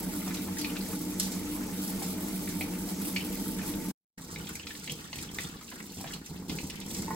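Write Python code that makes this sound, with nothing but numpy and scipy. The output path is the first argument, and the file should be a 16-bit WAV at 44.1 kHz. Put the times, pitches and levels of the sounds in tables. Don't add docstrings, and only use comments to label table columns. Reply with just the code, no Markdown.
import sys
import numpy as np
from scipy import signal
from scipy.fft import rfft, irfft, next_fast_len
from scipy.io import wavfile
from scipy.ndimage import uniform_filter1d

SR = 44100
rng = np.random.default_rng(int(sys.argv[2]) if len(sys.argv) > 2 else 0)


def dump_mix(stems):
    frames = np.atleast_2d(stems).T
    limited = np.clip(frames, -1, 1)
    pcm = np.round(limited * 32767).astype(np.int16)
    wavfile.write(sys.argv[1], SR, pcm)


N = 315306
TIME = np.arange(N) / SR
LONG = next_fast_len(N + 2000, real=True)
HZ = np.fft.rfftfreq(LONG, 1 / SR)

SILENCE_START_S, SILENCE_END_S = 3.916, 4.179
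BAND_EDGE_HZ = 15900

# [f/Hz, width of each resonator pass/Hz, relative level/dB]
BASIN_MODES = [(31.2, 11, -9), (57.7, 125, -14), (92.1, 7.1, -3), (155.6, 31, -15), (186.7, 21.9, 7.5),
               (229, 120, -9.5), (251.6, 39, -2.5), (297.8, 16, 4.5), (334.3, 20, -4.5), (371, 25, -13),
               (413, 67, -14.5), (448, 75, -14.5), (473, 31, -13), (545, 220, -37), (633, 28, -19),
               (845.4, 49, -18.5), (901.4, 40, -16.5)]
# [f/Hz, side minus centre level/dB]
BASIN_WIDTH = [(60, -18), (190, -20.5), (300, -12.5), (500, -10.5), (650, 1.5), (900, -21.5)]
# [f/Hz, relative level/dB]
SLOP_SPECTRUM = [(20, -15), (90, -1.5), (115, -9), (180, 3.5), (220, -3), (300, -4.5), (370, -10),
                 (480, -10.5), (570, -25.5), (880, -16), (1200, -30.5), (2000, -37)]
# [f/Hz, relative level/dB]
SPRAY_ON_STEEL = [(800, -26), (3000, 0), (5000, 3.5), (7000, -1.5), (8500, 9.5), (11500, 9.5), (12500, 8.5),
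                  (14000, 8), (16000, 5.5)]
# [f/Hz, relative level/dB]
SPRAY_ON_SKIN = [(800, -36), (3000, 4), (5000, 13.5), (7000, 13), (8500, 16), (11500, 9.5), (14000, 12),
                 (16000, 7.5)]
# [f/Hz, relative level/dB]
SPLATTER_SPECTRUM = [(300, -35), (600, 6), (950, -2.5), (1300, 1.5), (1700, -2.5), (2200, 2), (3000, -10),
                     (4300, -6.5), (6000, 0), (8000, 0), (16000, -57.5)]
# [f/Hz, side minus centre level/dB]
SPLATTER_WIDTH = [(800, -18), (1500, -15), (2300, -9.5), (3000, 9), (4300, 1.5), (6000, -1.5)]
# [mean rate/s, lowest peak level/dB, lowest starting f/Hz, highest starting f/Hz]
DRIPS_SOAPING = (44, -53.5, 557.5, 2904.5)
DRIPS_RINSING = (64.5, -54, 1101, 5002)
# [t/s, peak level/dB, pocket f/Hz, t60/s, spit relative to pocket level/dB, rise/s]
SQUELCHES = [(0.2596, -46, 1220, 0.11, -6, 0.0026), (.305, -42, 1930, 0.044, -8, 0.0038),
             (0.344, -41.5, 2570, 0.031, 13, 0.0036), (0.368, -40, 3740, 0.021, 2, 0.0025),
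             (.479, -42, 950, .035, -12, .004), (0.567, -40.5, 1860, 0.028, -15, .004),
             (.611, -39.5, 4660, 0.055, -1, 0.0043), (0.643, -30, 2360, 0.033, 3, 0.0034),
             (0.694, -44.5, 2830, 0.059, -6, 0.0035), (0.753, -42, 1430, .04, -5, 0.0033),
             (.764, -37.5, 2444, 0.04, 12, 0.0034), (0.806, -41.5, 4500, .03, -8, 0.0025),
             (0.858, -45.5, 1910, .03, -10, 0.0034), (0.926, -44.5, 1270, .04, -11, .004),
             (2.472, -41, 1920, .03, -12, .003), (2.609, -31, 2270, .009, -15, .0015),
             (2.6145, -33, 2400, 0.014, -22, 0.0014), (2.747, -53.5, 2600, 0.035, -8, .003),
             (3.045, -47.5, 2630, 0.064, -10, .005), (3.161, -25.5, 2340, .009, -4, 0.0023),
             (3.165, -30, 2690, 0.016, 1, 0.0013), (3.2, -40.5, 2840, 0.082, 2, 0.0052),
             (3.357, -50, 4400, .07, -7, 0.0061), (3.587, -41.5, 1640, 0.06, -12, 0.0035),
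             (3.611, -42.5, 2280, .03, -8, 0.0033), (3.736, -43, 3500, .03, 9, .003),
             (4.359, -36, 2130, .008, -3, 0.0018), (4.412, -47.5, 3000, 0.013, 2, .002),
             (4.4687, -40.5, 3320, .014, 7, 0.0022), (4.491, -42, 1470, 0.011, -18, .003),
             (4.554, -40.5, 2320, 0.01, -8, .002), (4.594, -40, 2770, 0.013, 6, 0.0038),
             (4.63, -44, 3440, 0.022, 2, 0.0034), (4.668, -36, 2210, 0.019, 13, 0.0029),
             (4.703, -41, 1830, 0.039, -2, 0.0042), (4.749, -42, 1960, .025, 11, 0.0025),
             (4.873, -36, 2360, 0.03, 0, 0.0033), (4.8965, -29.5, 2890, .012, 2, 0.00076),
             (4.906, -39, 3250, 0.016, 5, 0.0013), (5.04, -47, 3500, .035, -12, 0.0027),
             (5.053, -52, 1720, 0.026, -10, 0.0036), (5.129, -33.5, 2270, 0.0089, 9, 0.0014),
             (5.155, -43, 2500, 0.016, 24, .002), (5.185, -38, 2190, 0.018, 23, 0.0022),
             (5.287, -46, 3250, 0.026, -12, 0.0032), (5.3849, -28.5, 1890, 0.0093, 2.5, 0.0019),
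             (5.439, -48, 1340, 0.025, -10, 0.0029), (5.447, -40.5, 3600, 0.014, 2, 0.0018),
             (5.538, -51, 1650, .03, -8, .004), (5.608, -46.5, 1140, 0.075, -1, 0.0031),
             (5.713, -45, 1560, 0.053, -5, 0.0046), (5.802, -41, 2105, .013, -3, 0.0023),
             (6.072, -42, 3630, 0.043, 15, 0.0034), (6.101, -44, 1740, .045, -8, 0.0081),
             (6.13, -41, 2860, 0.022, 3, 0.0048), (6.136, -41, 4250, .035, 2, 0.0027),
             (6.4936, -35.5, 3200, 0.086, 25, 0.002), (6.585, -34, 2330, .012, 8, 0.0021),
             (6.698, -37, 2900, 0.03, 29, .002), (6.81, -42, 3300, 0.037, 9, 0.0026),
             (6.903, -45, 3460, 0.033, 7, .003), (6.946, -43.5, 2450, .04, 22, .004),
             (7.023, -50.5, 1210, .025, -16, .003)]
# [t/s, peak level/dB, t60/s, splash relative to wall level/dB]
FLINGS = [(.268, -41, 0.074, 16), (2.016, -37, 0.061, 13.5), (2.607, -42, 0.06, 18), (5.722, -49, 0.035, 7),
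          (6.006, -42.5, 0.014, 25), (6.042, -36.5, 0.018, 27), (6.06, -51, 0.057, 20),
          (6.864, -54, 0.029, 8)]
# [f/Hz, width of each resonator pass/Hz, relative level/dB]
WALL_MODES = [(777, 130, -12.5), (943, 52, 17), (1060, 380, -4), (1420, 320, -9), (1900, 300, -3),
              (2210, 240, -11.5)]
# [f/Hz, relative level/dB]
SPLASH_SPECTRUM = [(300, -15.5), (520, 4), (820, 15), (1150, 1), (1600, -2), (2300, -0.5), (3500, -13),
                   (9000, -42)]
# [t/s, peak level/dB, t60/s]
SMACKS = [(0.2765, -38, 0.046), (0.3406, -36.5, 0.092), (0.5844, -33.5, 0.13), (1.1975, -21, 0.028),
          (1.206, -33, .08), (1.2284, -34, 0.2), (1.317, -37.5, 0.23), (1.876, -36.5, 0.029),
          (2.0227, -36, 0.22), (2.488, -38, 0.11), (2.889, -36, 0.011), (3.5865, -40, 0.04),
          (4.495, -44, 0.03), (4.553, -35, 0.019), (4.842, -41.5, 0.022), (5.2246, -37.5, 0.067),
          (5.345, -37.5, 0.032), (5.407, -38, 0.026), (5.701, -44, 0.031), (6.136, -36, 0.032),
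          (6.26, -41, 0.043), (6.561, -42, .022), (6.638, -40.5, .04), (6.756, -41, .02),
          (6.801, -39.5, .03), (6.864, -38.5, 0.011), (6.967, -36, 0.015), (7.022, -34.5, .014)]
# [f/Hz, relative level/dB]
SMACK_SPECTRUM = [(400, -35), (1200, -5), (2500, -4.5), (3800, 2), (5500, 6), (8000, 7), (12000, 5.5),
                  (16000, -13)]
# [t/s, level/dB]
FALL = [(4.19, -45), (4.25, -46), (4.39, -42), (4.54, -43.5), (4.63, -52), (4.65, -42), (4.72, -49.5),
        (4.8, -47.5), (4.82, -50), (4.92, -41.5), (5.15, -50), (5.17, -43.5), (5.48, -44), (5.5, -46),
        (5.56, -45), (5.61, -51), (5.86, -44), (5.87, -49.5), (6.01, -42), (6.09, -45.5), (6.15, -41.5),
        (6.26, -51), (6.31, -42), (6.48, -43.5), (6.5, -37), (6.77, -43.5), (6.99, -38), (7.14, -37)]
# [t/s, level/dB]
CONTACT = [(4.19, -52.5), (4.57, -47), (4.65, -60), (4.67, -48), (5.1, -54), (5.23, -45.5), (5.29, -57.5),
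           (5.41, -42), (5.56, -58.5), (5.63, -52.5), (6.15, -48.5), (6.22, -62), (6.25, -53.5),
           (6.48, -54), (6.5, -46), (6.86, -54), (6.91, -40.5), (7.14, -49.5)]
# [t/s, length/s, level at the crest/dB]
SWISHES = [(4.28, 0.098, -44), (4.667, 0.047, -49), (4.739, 0.052, -44.5), (4.807, 0.091, -48.5),
           (4.892, 0.06, -44), (5.989, 0.042, -44), (6.476, 0.053, -52)]
# [t/s, peak level/dB, thud f/Hz]
DOLLOPS = [(4.385, -35.5, 170), (4.787, -44, 186), (4.918, -38, 150), (5.17, -41.5, 146), (5.376, -40, 191),
           (5.449, -38.5, 172), (5.98, -41, 159), (6.007, -41.5, 287), (6.308, -45, 185),
           (6.495, -30.5, 232), (6.54, -38, 165), (6.634, -32.5, 167), (6.993, -30.5, 186),
           (7.02, -33.5, 207)]
# [t/s, peak level/dB]
KNOCKS = [(7.073, -47), (7.08, -35.5), (7.106, -31), (7.113, -33), (7.138, -41)]
# [f/Hz, relative level/dB, t60/s]
HANDLE_MODES = [(470, -7, 0.052), (683, -10, 0.025), (895, -0.5, 0.15), (1040, 2, 0.031),
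                (1459, -13.5, 0.052), (1780, -12, .035), (1930, -12, 0.061), (2190, -10, .03)]
# [f/Hz, t60/s]
KITCHEN_T60 = [(100, 1), (700, 0.11), (1400, 0.23), (2600, 0.28), (4500, 0.38), (8000, 0.037),
               (16000, 0.014)]
# [f/Hz, left minus right level/dB]
LEAN = [(60, -1.5), (110, -1.0), (200, -1.5), (380, 1.5), (700, 0), (1290, 1.5), (2380, 1.5), (4400, -1.5),
        (8120, -1), (15000, 0.5)]

DRUM_DB, SPRAY_DB, SPLATTER_DB = -35.5, -41, -49.5
SPLATTER_PER_FALL, SPLATTER_PER_CONTACT, SPLATTER_OFFSET_DB = 0.14, 0.41, -33
LEFT_LAG_S, BASIN_LEAD_S, HANDS_LEAD_S = .00026, .00007, .00005
DRIP_RING_CYCLES, DRIP_GLIDE, DRIP_SPREAD_DB = 11.54, 0.071, 7.5
DRIP_WIDTH_SHARE, DRIP_PLINK_DB = 0.5, -6
POCKET_WIDTH_HZ, UPPER_RATIO, UPPER_DB = 900, 1.8, -10
POP_T60_S = .016
DROPLETS_PER_S, SPATTER_T60_S, SPATTER_DB = 900, 0.14, -25.5
DOLLOP_T60_S, DOLLOP_SLOP_DB = 0.088, -4.5


def amp(db):
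    return 10 ** (np.asarray(db) / 20)


def unit(x):
    return x / np.sqrt(np.mean(x ** 2) + 1e-20)


def peaked(x, db):
    return amp(db) * x / np.sqrt(uniform_filter1d(x ** 2, size=176).max() + 1e-20)


def steady(x):
    return x / np.sqrt(uniform_filter1d(unit(x) ** 2, size=5500) + 1e-9)


def read(points, hz):
    f, value = np.transpose(points)
    return np.interp(np.log(hz + 1), np.log(f + 1), value)


def follow(curve):
    return np.interp(TIME, *np.transpose(curve))


def add(mix, s, sound):
    part = mix[max(round(s * SR), 0):][:len(sound)]
    part += sound[:len(part)]


def delayed(x, s):
    return irfft(rfft(x, LONG) * np.exp(-2j * np.pi * HZ * s))[:N]


def colour(x, points):
    n = next_fast_len(len(x), real=True)
    gain = amp(read(points, np.fft.rfftfreq(n, 1 / SR)))
    return irfft(rfft(x, n) * gain, n)[:len(x)]


def resonate(x, hz, width_hz):
    b, a = signal.iirpeak(hz, hz / np.clip(width_hz, 2, 6000), SR)
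    return signal.lfilter(b, a, signal.lfilter(b, a, x))


def ring(x, modes):
    return sum(amp(db) * resonate(x, hz, width) for hz, width, db in modes)


def impacts(per_s, spread_db):
    size = amp(spread_db * np.minimum(rng.exponential(1, N), 5))
    sign = rng.choice([-1, 1], N)
    lands = rng.random(N) < per_s / SR
    return unit(size * sign * lands)


def flutter(depth_db, per_s, size=4096):
    hz = np.fft.rfftfreq(size, TIME[-1] / size)
    slow = irfft(rfft(rng.standard_normal(size)) / (1 + (hz / per_s) ** 4))
    gain = unit(amp(depth_db * unit(slow)))
    return np.interp(TIME, np.linspace(0, TIME[-1], size), gain)


def shimmer(x, depth_db, per_s, count=5):
    place = np.interp(HZ, [700, 1500, 3000, 6500, 14000], np.linspace(0, count - 1, 5))
    spectrum = rfft(x, LONG)
    total = 0
    for k in range(count):
        band = irfft(spectrum * np.maximum(1 - abs(place - k), 0))[:N]
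        total = total + band * flutter(depth_db, per_s)
    return total


def burst(t60, rise_s):
    t = TIME[:SR // 4]
    return rng.standard_normal(len(t)) * (1 - np.exp(-t / rise_s)) * amp(-60 * t / max(t60, .004))


def kitchen(x, room_db, lag=0):
    t = TIME[:SR // 2]
    taps = rng.choice([-1, 1], (2, len(t))) * (rng.random((2, len(t))) < 1 / 8) * (t > .002)
    taps = taps * (1 + 1.5 * np.exp(-t / .015))
    hz, when, z = signal.stft(taps, SR, nperseg=256)
    decay = amp(-60 * when / read(KITCHEN_T60, hz)[:, None])
    tail = signal.istft(z * decay, SR, nperseg=256)[1][:, :len(t)]
    response = amp(room_db) * unit(tail) / np.sqrt(len(t))
    echoes = signal.fftconvolve(x[None], response, axes=1)[:, :N]
    return (np.array([delayed(x, lag), x]) + echoes) / np.sqrt(1 + amp(room_db) ** 2)


def wide(source, rinsing, width):
    centre, side = source(rinsing), colour(source(rinsing), width)
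    return np.array([centre + side, centre - side])


def drumming(rinsing):
    groups = [steady(ring(impacts(per_s=1500, spread_db=1.5), BASIN_MODES[k::3])) for k in range(3)]
    steel = unit(sum(groups))
    slop = unit(colour(impacts(per_s=330, spread_db=1.8), SLOP_SPECTRUM))
    bare = steel * amp(DRUM_DB)
    broken = amp(-2.5) * slop + amp(-5.5) * sloshed(steel, depth_db=1.1, per_s=9)
    floor = np.where(rinsing, broken * amp(follow(FALL)), bare)
    for s, db, hz in DOLLOPS:
        add(floor, s, dollop(db, hz))
    return floor


def flurries(per_s, decay_s, spread_db):
    clumps = abs(impacts(per_s, spread_db))
    return unit(signal.lfilter([1], [1, -np.exp(-1 / (decay_s * SR))], clumps))


def spray(rinsing):
    fizz = impacts(per_s=14000, spread_db=3.5) * flutter(depth_db=1.66, per_s=46)
    ticks = impacts(per_s=1800, spread_db=2.7) * flurries(per_s=110, decay_s=.004, spread_db=2.2)
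    steel = shimmer(colour(fizz + amp(-6.5) * ticks, SPRAY_ON_STEEL), depth_db=-0.5, per_s=13.0)
    skin = shimmer(colour(fizz + amp(-3) * ticks, SPRAY_ON_SKIN), depth_db=2.2, per_s=42)
    steel = unit(steel) * amp(SPRAY_DB) * flutter(depth_db=2.16, per_s=10)
    skin = unit(skin) * np.hypot(amp(follow(CONTACT) + 1.5), swishes())
    return kitchen(np.where(rinsing, skin, steel), room_db=-7, lag=LEFT_LAG_S)


def splatter(rinsing, count=20):
    t, bubbles = TIME[:SR // 40], np.zeros(N)
    drops, kind = impacts(per_s=450, spread_db=2.7), rng.integers(0, count, N)
    pitch = np.geomspace(950, 5800, count)[:, None]
    pings = np.sin(2 * np.pi * pitch * t * (1 + 4 * t)) * np.exp(-t * pitch / 9) * np.sqrt(pitch)
    for at in np.flatnonzero(drops):
        add(bubbles, at / SR, drops[at] * pings[kind[at]])
    patter = impacts(per_s=6700, spread_db=1.0)
    even = shimmer(patter, depth_db=2.5, per_s=10)
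    clumped = shimmer(patter, depth_db=3.5, per_s=25)
    even, clumped, bubbles = (unit(colour(x, SPLATTER_SPECTRUM)) for x in (even, clumped, bubbles))
    on_steel = unit(even + amp(-6) * bubbles)
    on_skin = unit(clumped + amp(-2) * bubbles)
    steel = on_steel * amp(SPLATTER_DB) * flutter(depth_db=0.27, per_s=12)
    skin_db = SPLATTER_PER_FALL * follow(FALL) + SPLATTER_PER_CONTACT * follow(CONTACT) + SPLATTER_OFFSET_DB
    return np.where(rinsing, on_skin * amp(skin_db), steel)


def drip(noise, hz):
    t = TIME[:len(noise)]
    age = t * hz / DRIP_RING_CYCLES
    splat = resonate(noise * np.exp(-age), hz, hz * DRIP_WIDTH_SHARE)
    plink = np.sin(2 * np.pi * hz * t * (1 + DRIP_GLIDE * age)) * (1 - np.exp(-hz * t / 2)) * np.exp(-age)
    return unit(splat) + amp(DRIP_PLINK_DB) * unit(plink)


def drips(count=500):
    sides = np.zeros((2, N))
    noises = rng.standard_normal((count, SR // 16))
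    for (when, chance, size, pitch, side), noise in zip(rng.random((count, 5)), noises):
        s = when * TIME[-1]
        per_s, db, low, high = DRIPS_RINSING if s > SILENCE_START_S else DRIPS_SOAPING
        if chance < per_s * TIME[-1] / count:
            sound = drip(noise, low * (high / low) ** pitch)
            add(sides[int(2 * side)], s, peaked(sound, db + DRIP_SPREAD_DB * size ** 2))
    right = kitchen(sides[0], room_db=-2.5, lag=LEFT_LAG_S)
    left = kitchen(sides[1], room_db=-2.5, lag=-LEFT_LAG_S)
    return right + left


def squelch(db, hz, t60, spit_db, rise_s):
    t = TIME[:SR // 4]
    opening = 1 - np.exp(-(t / rise_s) ** 2)
    puff = burst(t60, rise_s=0.00023) * opening
    pitch = hz * (1 + .13 * (.6 - np.exp(-t / .005)))
    pop = np.sin(2 * np.pi * np.cumsum(pitch) / SR) * opening * amp(-60 * t / max(t60, .004))
    upper = resonate(puff, hz * UPPER_RATIO, POCKET_WIDTH_HZ)
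    clean = min(POP_T60_S / max(t60, .004), 1.2)
    pocket = unit(resonate(puff, hz, POCKET_WIDTH_HZ)) + clean * unit(pop) + amp(UPPER_DB) * unit(upper)
    droplets = unit(1. * (rng.random(len(t)) < DROPLETS_PER_S / SR))
    spatter = puff + amp(SPATTER_DB) * burst(SPATTER_T60_S, rise_s=0.02) * droplets
    spit = colour(spatter, [(500, -2.0), (1500, -5.0), (2500, 8.0), (4300, 5.0), (6000, 0.5), (15000, -33.5)])
    return peaked(pocket + amp(spit_db) * unit(spit), db)


def squelches():
    out = np.zeros(N)
    for s, *shape in SQUELCHES:
        add(out, s, squelch(*shape))
    return kitchen(out, room_db=-4.5, lag=-HANDS_LEAD_S)


def flings():
    out = np.zeros(N)
    for s, db, t60, splash_db in FLINGS:
        dribble = amp(-20.5) * burst(t60=0.171, rise_s=0.011)
        hit = burst(t60, rise_s=0.0027) + dribble
        wall, splash = unit(ring(hit, WALL_MODES)), unit(colour(hit, SPLASH_SPECTRUM))
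        add(out, s, peaked(wall + amp(splash_db) * splash, db))
    return kitchen(out, room_db=-5.0)


def smacks():
    out = np.zeros(N)
    for s, db, t60 in SMACKS:
        add(out, s, peaked(colour(burst(t60, rise_s=0.00055), SMACK_SPECTRUM), db))
    return kitchen(out, room_db=-3.5, lag=LEFT_LAG_S)


def sloshed(x, depth_db, per_s):
    return np.interp(np.cumsum(flutter(depth_db, per_s)) % N, np.arange(N), x)


def swishes():
    gain = np.zeros(N)
    for s, length, db in SWISHES:
        add(gain, s, amp(db) * np.sin(np.linspace(0, np.pi, round(length * SR))))
    return gain


def dollop(db, hz):
    t = TIME[:SR // 4]
    tone = np.sin(2 * np.pi * (hz * t + rng.random()))
    thud = tone * (1 - np.exp(-t / .003)) * amp(-60 * t / DOLLOP_T60_S)
    slop = colour(burst(t60=0.11, rise_s=0.00079), SLOP_SPECTRUM)
    return peaked(unit(thud) + amp(DOLLOP_SLOP_DB) * unit(slop), db)


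def knocks():
    t, out = TIME[:SR // 4], np.zeros(N)
    for s, db in KNOCKS:
        modes = 0
        for hz, level, t60 in HANDLE_MODES:
            modes = modes + amp(level - 60 * t / t60) * np.sin(2 * np.pi * (hz * t + rng.random()))
        add(out, s, peaked(modes * (1 - np.exp(-t / 0.00075)), db))
    return kitchen(out, room_db=-7.5, lag=-HANDS_LEAD_S)


def scene():
    rinsing = TIME > (SILENCE_START_S + SILENCE_END_S) / 2
    left, right = wide(drumming, rinsing, BASIN_WIDTH)
    basin = np.array([left, delayed(right, BASIN_LEAD_S)])
    water = basin + wide(splatter, rinsing, SPLATTER_WIDTH) + spray(rinsing) + drips()
    left, right = water + squelches() + smacks() + flings() + knocks()
    left = colour(left, [(hz, db / 2) for hz, db in LEAN])
    right = colour(right, [(hz, -db / 2) for hz, db in LEAN])
    return np.array([left, right])


def record(dry):
    start, end = SILENCE_START_S, SILENCE_END_S
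    gate_s = [start - .004, start + .012, start + .04, end - .008, end]
    gate_db = np.interp(TIME, gate_s, [0, -52, -72, -52, 0])
    low_pass = signal.firwin(511, BAND_EDGE_HZ, window=("kaiser", 9), fs=SR)
    return signal.oaconvolve(dry * amp(gate_db), low_pass[None], "same")


dry = scene()
out = record(dry)
dump_mix(out)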